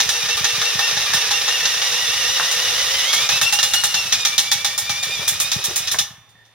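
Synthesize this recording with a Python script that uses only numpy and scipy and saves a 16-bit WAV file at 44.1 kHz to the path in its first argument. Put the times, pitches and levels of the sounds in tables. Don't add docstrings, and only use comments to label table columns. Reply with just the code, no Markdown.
import sys
import numpy as np
from scipy import signal
from scipy.fft import rfft, irfft, next_fast_len
from scipy.io import wavfile
from scipy.ndimage import map_coordinates

SR = 44100
rng = np.random.default_rng(int(sys.argv[2]) if len(sys.argv) > 2 else 0)


def dump_mix(stems):
    frames = np.atleast_2d(stems).T
    limited = np.clip(frames, -1, 1)
    pcm = np.round(limited * 32767).astype(np.int16)
    wavfile.write(sys.argv[1], SR, pcm)


N = 288414


def amp(db):
    return 10 ** (np.asarray(db) / 20)


def unit(x):
    return x / np.sqrt(np.mean(x ** 2) + 1e-20)


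def along(points, hz):
    point_hz, values = np.transpose(points)
    return np.interp(np.log(hz + 1), np.log(point_hz + 1), values)


def curves(rows):
    times_s, *columns = np.transpose(rows)
    return [np.interp(np.arange(N) / SR, times_s, column) for column in columns]


def wobble(rate_hz):
    knots = rng.standard_normal(int(N * rate_hz / SR) + 4)
    return unit(map_coordinates(knots, [np.arange(N) * rate_hz / SR]))


def filtered(x, response):
    size = next_fast_len(N + 2 * SR)
    return irfft(rfft(x, size) * response(np.fft.rfftfreq(size, 1 / SR)), size)[..., :N]


def coloured(x, spectrum):
    return filtered(x, lambda f: unit(amp(along(spectrum, f))))


def resonance(f, hz, width_hz):
    return 1j * f * width_hz / (hz * hz - f * f + 1j * f * width_hz)


def add(track, start_s, sound):
    start = max(0, round(start_s * SR))
    part = sound[..., :max(0, N - start)]
    track[..., start:start + part.shape[-1]] += part


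def clatter(rate_hz, depth_db):
    return unit(rng.standard_normal((2, N)) * amp(depth_db * wobble(rate_hz)))


# time_s, mean_motor_rev_per_s
MOTOR_SPEED = [(0, 429.3), (0.65, 434.2), (1.24, 439.1), (1.8, 462.7), (2.46, 478.1), (2.66, 475.8),
               (3.04, 506.5), (3.37, 653.9), (3.63, 710.3), (3.88, 718.4), (4.3, 584.9), (4.54, 568.7),
               (5.14, 599), (5.19, 584), (5.43, 624.7), (5.93, 625.7), (6, 582)]
GEAR_RATIO, FIRST_PEAK_LAPS = 74.93, .294


def crank():
    return np.cumsum(curves(MOTOR_SPEED)[0]) / SR / GEAR_RATIO - FIRST_PEAK_LAPS


LAP_LOAD = [(0, .6), (.573, -.4), (.714, -.4), (1, .6)]


def load():
    return np.interp(crank() % 1, *np.transpose(LAP_LOAD))


SAG, SAG_REV_PER_S, FLYWHEEL_POWER = .13, 430, 2.9


def motor_speed():
    mean, = curves(MOTOR_SPEED)
    sag = SAG * (SAG_REV_PER_S / mean) ** FLYWHEEL_POWER
    return mean * (1 - sag * load())


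def load_peaks():
    laps, t = crank(), np.arange(N) / SR
    lap_count = np.interp(MOTOR_SPEED[-1][0], t, laps)
    return np.interp(np.arange(lap_count), laps, t)


def each_lap(levels, delay_s, scatter_db):
    times = load_peaks() + delay_s
    levels_db = np.interp(times, *np.transpose(levels)) + scatter_db * rng.standard_normal(len(times))
    return list(zip(times, levels_db))


def tones(turn, orders):
    drift = np.array([np.zeros(N), 2 * wobble(12)])
    return sum(amp(db + 2.6 * wobble(60)) * np.sin(round(order) * turn + drift) for order, db in orders)


# time_s, fan_db, commutator_db
WHINE = [(0, -39, -36), (1.6, -36, -34), (2.95, -36, -33), (3.2, -29, -27.5), (3.5, -29, -37),
         (3.9, -34, -36), (4.7, -36, -38.5), (5.1, -34.5, -36.5), (5.9, -40, -40), (6.1, -90, -90)]
# time_s, judder_rms_rad
JUDDER = [(0, .04), (1.2, .055), (2.9, .06), (3.3, .055), (4.2, .055), (6, .04)]
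# motor_speed_multiple, relative_db
FAN = [(2, -9), (4, 0), (8, -4.5)]
# motor_speed_multiple, relative_db
COMMUTATOR = [(6, 0), (12, -4)]
# freq_hz, relative_db
HOUSING = [(800, -14), (1600, -8), (1850, -1), (2100, 0), (2400, 0), (2560, -4), (2740, 4), (2950, 0),
           (3550, 0), (4300, -6), (5400, -2), (7000, -8), (10000, -20)]
# time_s, level_db
GEAR = [(0, -46.5), (1.2, -48.5), (2.9, -42), (3.3, -57), (5.9, -60), (6.05, -100)]
SURGE_DB, WAVER_RMS_DB = 6.5, 1.8


def drill():
    speed = motor_speed()
    fan_db, commutator_db = curves(WHINE)
    surge_db = WAVER_RMS_DB * wobble(16) - SURGE_DB * load()
    turn = 2 * np.pi * np.cumsum(speed * (1 + .003 * wobble(260))) / SR
    turn = turn + curves(JUDDER)[0] * wobble(220)
    motor = tones(turn, FAN) * amp(fan_db) + tones(turn, COMMUTATOR) * amp(commutator_db)
    whine = filtered(motor * amp(surge_db + 4), lambda f: amp(along(HOUSING, f)))
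    mesh_order = 1.07
    growl = unit(np.sin(mesh_order * turn + .3 * wobble(90)) * amp(2.5 * wobble(50)))
    return whine + growl * amp(curves(GEAR)[0]) * np.array([[1], [0]])


# time_s, rattle_db, hiss_db
RUNNING = [(0.0, -21.5, -31.5), (1.05, -18, -32.5), (1.45, -19.5, -30.5), (3.38, -17.5, -29),
           (3.66, -23.5, -27.5), (4.23, -23.5, -34), (4.71, -27, -35.5), (5.18, -25.5, -34.5),
           (5.9, -26.5, -37), (6.11, -36, -62)]
# freq_hz, relative_db_per_hz
RATTLE = [(150, -55), (250, -25), (528, -8.5), (586, -11.5), (1610, -6.5), (1880, -6), (2400, -5.5),
          (2860, -1), (3340, -3.5), (3840, 2), (4190, -6), (5730, -1.5), (7700, -18.5), (8700, -16.5),
          (16000, -25.5)]
# freq_hz, relative_db_per_hz
SIZZLE = [(4000, -23), (7000, 4), (9000, 1.5), (11000, -4), (16000, -6)]


def rattle():
    rattle_db, hiss_db = curves(RUNNING)
    driven = np.interp(np.arange(N) / SR, [5.96, 6.14], [1, 0])
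    body = coloured(clatter(rate_hz=700, depth_db=-1), RATTLE) * amp(rattle_db + 0.87 * wobble(90))
    hiss = coloured(clatter(rate_hz=450, depth_db=0.5), SIZZLE) * amp(hiss_db)
    return (body + hiss) * driven


# start_s, clash_db, sizzle_db
SLAPS = [(0.0014, -8.5, -24), (0.0897, -10.5, -20.5), (0.286, -14.5, -36), (0.3694, -18, -27),
         (0.4422, -10, -24), (0.6147, -12.5, -29), (0.79, -13.5, -28), (0.967, -17, -36),
         (1.1344, -10.5, -18.5), (1.3083, -12, -26), (1.479, -12, -30), (1.6544, -10, -38),
         (1.8158, -13, -41), (2.513, -16, -21.5), (3.13, -11, -17.5), (3.2898, -10, -25),
         (3.413, -9.5, -17), (3.5247, -11.5, -15), (3.5883, -11, -27), (3.628, -9.5, -17.5),
         (3.7352, -10, -16.5), (3.8365, -9, -15.5), (3.941, -10.5, -24), (4.123, -7, -22),
         (4.2502, -7, -19.5), (4.3798, -6, -15.5), (4.515, -8.5, -16.5), (4.6456, -8, -20),
         (4.778, -16, -16.5), (4.894, -13, -24.5), (5.0286, -15.5, -24), (5.278, -12, -13),
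         (5.4004, -14, -13), (5.5164, -10.5, -22.5), (5.6401, -16, -17), (5.7592, -15.5, -14.5),
         (5.8726, -14.5, -29), (5.914, -13.5, -18), (5.9863, -8, -19), (6.2906, -52, -56),
         (6.4512, -51, -62)]


def slap_part(levels_db, spectrum, hold_s, t60_s, gain_db):
    t = np.arange(SR // 3) / SR
    shape = (1 - np.exp(-t / 0.0002)) * amp(-60 * np.maximum(t - hold_s, 0) / t60_s)
    power = np.zeros(N)
    for (start_s, *_), level_db in zip(SLAPS, levels_db):
        add(power, start_s, (amp(level_db + gain_db) * shape) ** 2)
    return coloured(np.sqrt(power) * clatter(rate_hz=600, depth_db=2.0), spectrum)


# time_s, knock_re_clash_db
HOLLOW = [(0, -10), (0.8, -3.5), (1.8, -8.5), (2.8, -11), (3.35, -6.5), (3.9, -9.5), (4.3, -15), (4.9, -11),
          (6, -14)]
# freq_hz, relative_db_per_hz
CLASH = [(1000, -20), (2000, -6.5), (2900, -3.5), (3800, 5), (4500, -3.5), (5700, 2), (7000, -6.5),
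         (9000, -36), (14000, -27)]
# freq_hz, relative_db_per_hz
KNOCK = [(150, -39.5), (330, -30), (600, 0.5), (1100, 3.5), (1700, 5.5), (2500, -9), (5000, -36.5)]


def slaps():
    times, clash_db, sizzle_db = np.transpose(SLAPS)
    knock_db = clash_db + np.interp(times, *np.transpose(HOLLOW))
    clash = slap_part(clash_db, CLASH, hold_s=0.0041, t60_s=.16, gain_db=-3.0)
    knock = slap_part(knock_db, KNOCK, hold_s=0.0048, t60_s=0.1, gain_db=-4.5)
    sizzle = slap_part(sizzle_db, SIZZLE, hold_s=0.012, t60_s=0.16, gain_db=-0.5)

    def cover_modes(f):
        low = amp(8) * resonance(f, hz=822, width_hz=15.5)
        high = amp(7.5) * resonance(f, hz=1785, width_hz=94)
        return low + high

    return clash + knock + filtered(knock, cover_modes) + sizzle


# time_s, lull_depth_db
SLACK = [(0, 2.7), (1.2, 1.4), (3.1, 1.3), (3.3, 7.7), (3.7, 2.7), (4.05, 0.98), (4.4, 7.2), (4.9, 4.9),
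         (5.1, 2.3), (6, 3.1)]
LULL_FALL_S, LULL_HOLD_S, LULL_RISE_S = 0.027, 0.0086, 0.0076


def lulls():
    dip, t = np.zeros(N), np.arange(N) / SR
    corners_s = [-LULL_FALL_S - LULL_HOLD_S, -LULL_HOLD_S, 0, LULL_RISE_S]
    for start_s, *_ in SLAPS:
        dip = np.maximum(dip, np.interp(t - start_s, corners_s, [0, 1, 1, 0]))
    return amp(-dip * curves(SLACK)[0])


# freq_hz, width_hz, relative_db
CASE = [(816, 21, 1.5), (1217.5, 21, 2.5), (1340, 17, -5), (1835, 35, -1.5), (2205, 33, -2.5),
        (2620, 17, -26), (2700, 10, -19), (2780, 6.9, -1), (3200, 12, -19), (3500, 20, 5.5),
        (3567, 0.56, 3), (3780, 64, -27), (4140, 33, -7), (5350, 12, -13), (5360, 17, -6), (5845, 11, 7),
        (5840, 2.5, -6.5), (6140, 46, -1.5)]


def crankcase(x):
    def modes(f):
        return 1 + sum(amp(db) * resonance(f, hz, width_hz) for hz, width_hz, db in CASE)

    return amp(-4.5) * filtered(x, modes)


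# time_s, relative_db
TAPS = [(0, -31), (0.7, -29.5), (1.25, -31.5), (1.9, -44), (3.2, -42), (4, -51)]
# freq_hz, relative_db, t60_s
TOOTH = [(1197, 2.5, 0.17), (2390, -1.5, 0.33)]
TAP_LEAD_S, TAP_SCATTER_DB = .027, 4.5


def taps():
    out, t = np.zeros((2, N)), np.arange(SR // 3) / SR
    for start_s, tap_db in each_lap(TAPS, -TAP_LEAD_S, TAP_SCATTER_DB):
        ring = np.zeros(len(t))
        for hz, mode_db, t60_s in TOOTH:
            decay = amp(tap_db + mode_db + rng.normal(0, 1.6) - 60 * t / t60_s)
            ring += decay * np.sin(2 * np.pi * hz * rng.normal(1, 0.0015) * t)
        add(out[0], start_s, ring * (1 - np.exp(-t / 0.0042)))
    return out


# time_s, level_db
STRAIN = [(0, -38.5), (1.2, -30.5), (2.8, -37), (3.3, -38.5), (5.9, -41), (6.05, -90)]
STRAIN_PEAK_LAPS, STRAIN_HALF_SWING_DB = 0.19, 9


def strain():
    noise = rng.standard_normal((2, N))
    ring = unit(filtered(noise, lambda f: resonance(f, hz=1840, width_hz=144) ** 2))
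    swell = np.cos(2 * np.pi * (crank() - STRAIN_PEAK_LAPS)) - 1
    return ring * amp(curves(STRAIN)[0] + STRAIN_HALF_SWING_DB * swell)


# time_s, relative_thump_db
ROCKING = [(0, -34), (0.75, -29.5), (1.3, -44), (2.4, -41.5), (3.2, -43), (3.8, -36.5), (4.4, -48),
           (4.55, -34.5), (4.82, -47), (5.18, -30.5), (5.43, -39), (5.55, -20.5), (5.8, -39), (5.91, -44)]
# start_s, relative_thump_db
JOLTS = [(0.965, -32), (1.142, -27), (3.329, -33), (3.425, -31.5), (4.897, -31), (5.945, -36),
         (6.003, -35), (6.105, -39.5), (6.177, -46), (6.349, -50)]
# freq_hz, width_hz, relative_db
BENCH = [(82.3, 29, -4), (125, 44, 2.5), (184.5, 60, -0.5)]
# freq_hz, relative_db_per_hz
RUMBLE = [(20, -23), (45, -0.5), (75, 3.5), (125, 6), (190, -3), (300, -25), (600, -27.5)]
# time_s, level_db
SHAKE = [(0, -51.5), (3, -49), (3.5, -49.5), (6, -50), (6.25, -61), (6.54, -77)]
THUMP_LAG_S, THUMP_SCATTER_DB = 0.00636, 1


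def bench():
    pushes = np.zeros((2, N))
    for start_s, db in each_lap(ROCKING, THUMP_LAG_S, THUMP_SCATTER_DB) + JOLTS:
        spread = np.array([[1], [rng.normal(0, 0.97)]])
        add(pushes, start_s, amp(db + 46.5) * np.hanning(96) / 48 * spread)
        add(pushes, start_s + 0.0231, amp(min(db, -33) + 44.5) * np.hanning(256) / 128 * spread)

    def modes(f):
        return sum((-1) ** k * amp(db) * resonance(f, hz, width_hz)
                   for k, (hz, width_hz, db) in enumerate(BENCH))

    rumble = coloured(clatter(rate_hz=36, depth_db=3.5), RUMBLE) * amp(curves(SHAKE)[0])
    return filtered(pushes, modes) + rumble


# freq_hz, relative_db_per_hz
QUIET = [(18, -58), (30, -28), (109, -11), (252, -12.5), (913, -8.5), (1590, -13), (1810, -8), (2010, -10),
         (3580, -15.5), (16000, -33)]
# time_s, level_db
SETTLE = [(6.34, -110), (6.355, -55), (6.42, -55), (6.5, -62), (6.54, -72)]


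def stillness():
    air = coloured(rng.standard_normal((2, N)), QUIET) * amp(-59.0)
    hum = amp(-62.0) * np.sin(2 * np.pi * 112 * np.arange(N) / SR + .2 * wobble(4.8))
    noise = rng.standard_normal((2, N))
    ring = unit(filtered(noise, lambda f: resonance(f, hz=1810, width_hz=110) ** 2))
    return air + hum + ring * amp(curves(SETTLE)[0])


# start_s, relative_db
CLUNKS = [(2.3979, -15), (5.944, -21.5)]
# freq_hz, width_hz, relative_db
THUD = [(653, 170, -1), (1380, 650, 0)]


def clunks():
    chatter, blows, t = np.zeros(N), np.zeros((2, N)), np.arange(SR // 4) / SR
    for start_s, db in CLUNKS:
        add(chatter, start_s, amp(db - 60 * t / 0.089))
        add(blows[0], start_s, amp(db + 28) * np.ones(1))

    def modes(f):
        return sum(amp(db) * resonance(f, hz, width_hz) for hz, width_hz, db in THUD)

    return filtered(blows, modes) + coloured(chatter * clatter(rate_hz=770, depth_db=3.5), KNOCK)


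# centre_s, half_width_s (to 1/e), peak_db
SCRAPES = [(5.098, 0.02, -39), (5.223, 0.024, -33.5), (5.335, 0.024, -47), (5.59, 0.032, -38.5),
           (5.705, .03, -35.5), (5.953, 0.02, -40.5)]
# freq_hz, relative_db_per_hz
BOARD = [(250, -32), (370, 1), (540, -1.5), (700, -7), (1300, -6), (3000, -29)]


def scrapes():
    t = np.arange(N) / SR
    grit = coloured(clatter(rate_hz=250, depth_db=-0.5), BOARD)
    return grit * sum(amp(db) * np.exp(-((t - centre_s) / width_s) ** 2) for centre_s, width_s, db in SCRAPES)


# freq_hz, t60_s
SHED = [(150, 0.12), (1000, 0.85), (4000, 0.38), (9000, 0.39), (16000, 0.43)]


def shed(x):
    hz, t, z = signal.stft(rng.standard_normal((2, SR // 2)), SR, nperseg=256)
    tail = signal.istft(z * amp(-60 * t / along(SHED, hz)[:, None]), SR, nperseg=256)[1]
    tail = np.pad(tail / np.linalg.norm(tail[0]), ((0, 0), (SR // 200, 0)))
    return signal.fftconvolve(x, tail, axes=1)[:, :N]


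# freq_hz, correlation
ALIKE = [(60, .75), (250, .88), (600, .94), (1400, .92), (3000, .62), (6000, .45), (15000, .48)]
# freq_hz, lead_rad
LEAD = [(200, -.15), (1500, -.08), (2200, -.15), (3000, -.45), (5000, -1.1), (7200, -3), (15000, -3.5)]
# freq_hz, left_re_right_db
LEAN = [(80, 5), (200, 2.5), (380, 0), (2400, 0), (4400, -2.4), (15000, -.4)]


def ports(pair):
    def split(f):
        angle = np.arccos(np.clip(along(ALIKE, f), -1, 1)) / 2
        return np.array([np.cos(angle), np.sin(angle)])

    shared, apart = filtered(pair, split)
    sides = np.array([[.5], [-.5]])

    def offset(f):
        return amp(sides * along(LEAN, f)) * np.exp(1j * sides * along(LEAD, f))

    return filtered(np.array([shared + apart, shared - apart]), offset)


def scene():
    chain = crankcase(rattle() * lulls() + slaps())
    driving = drill() * np.sqrt(lulls())
    machine = chain + driving + taps() + strain() + clunks() + scrapes()
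    return ports(machine + amp(-12) * shed(machine) + bench() + stillness())


TOP_HZ = 15900


def record(dry):
    lift = [(300, 0), (1500, 0), (3000, 1.5), (5000, 3), (8000, 5), (16000, 4.5)]  # freq_hz, gain_db

    def microphone(f):
        return amp(along(lift, f)) * (1 - resonance(f, hz=7900, width_hz=450)) ** 2

    x = filtered(dry, microphone)
    x = x / (1 + x ** 4) ** (1 / 4)
    return filtered(x, lambda f: f < TOP_HZ)


dry = scene()
out = record(dry)
dump_mix(out)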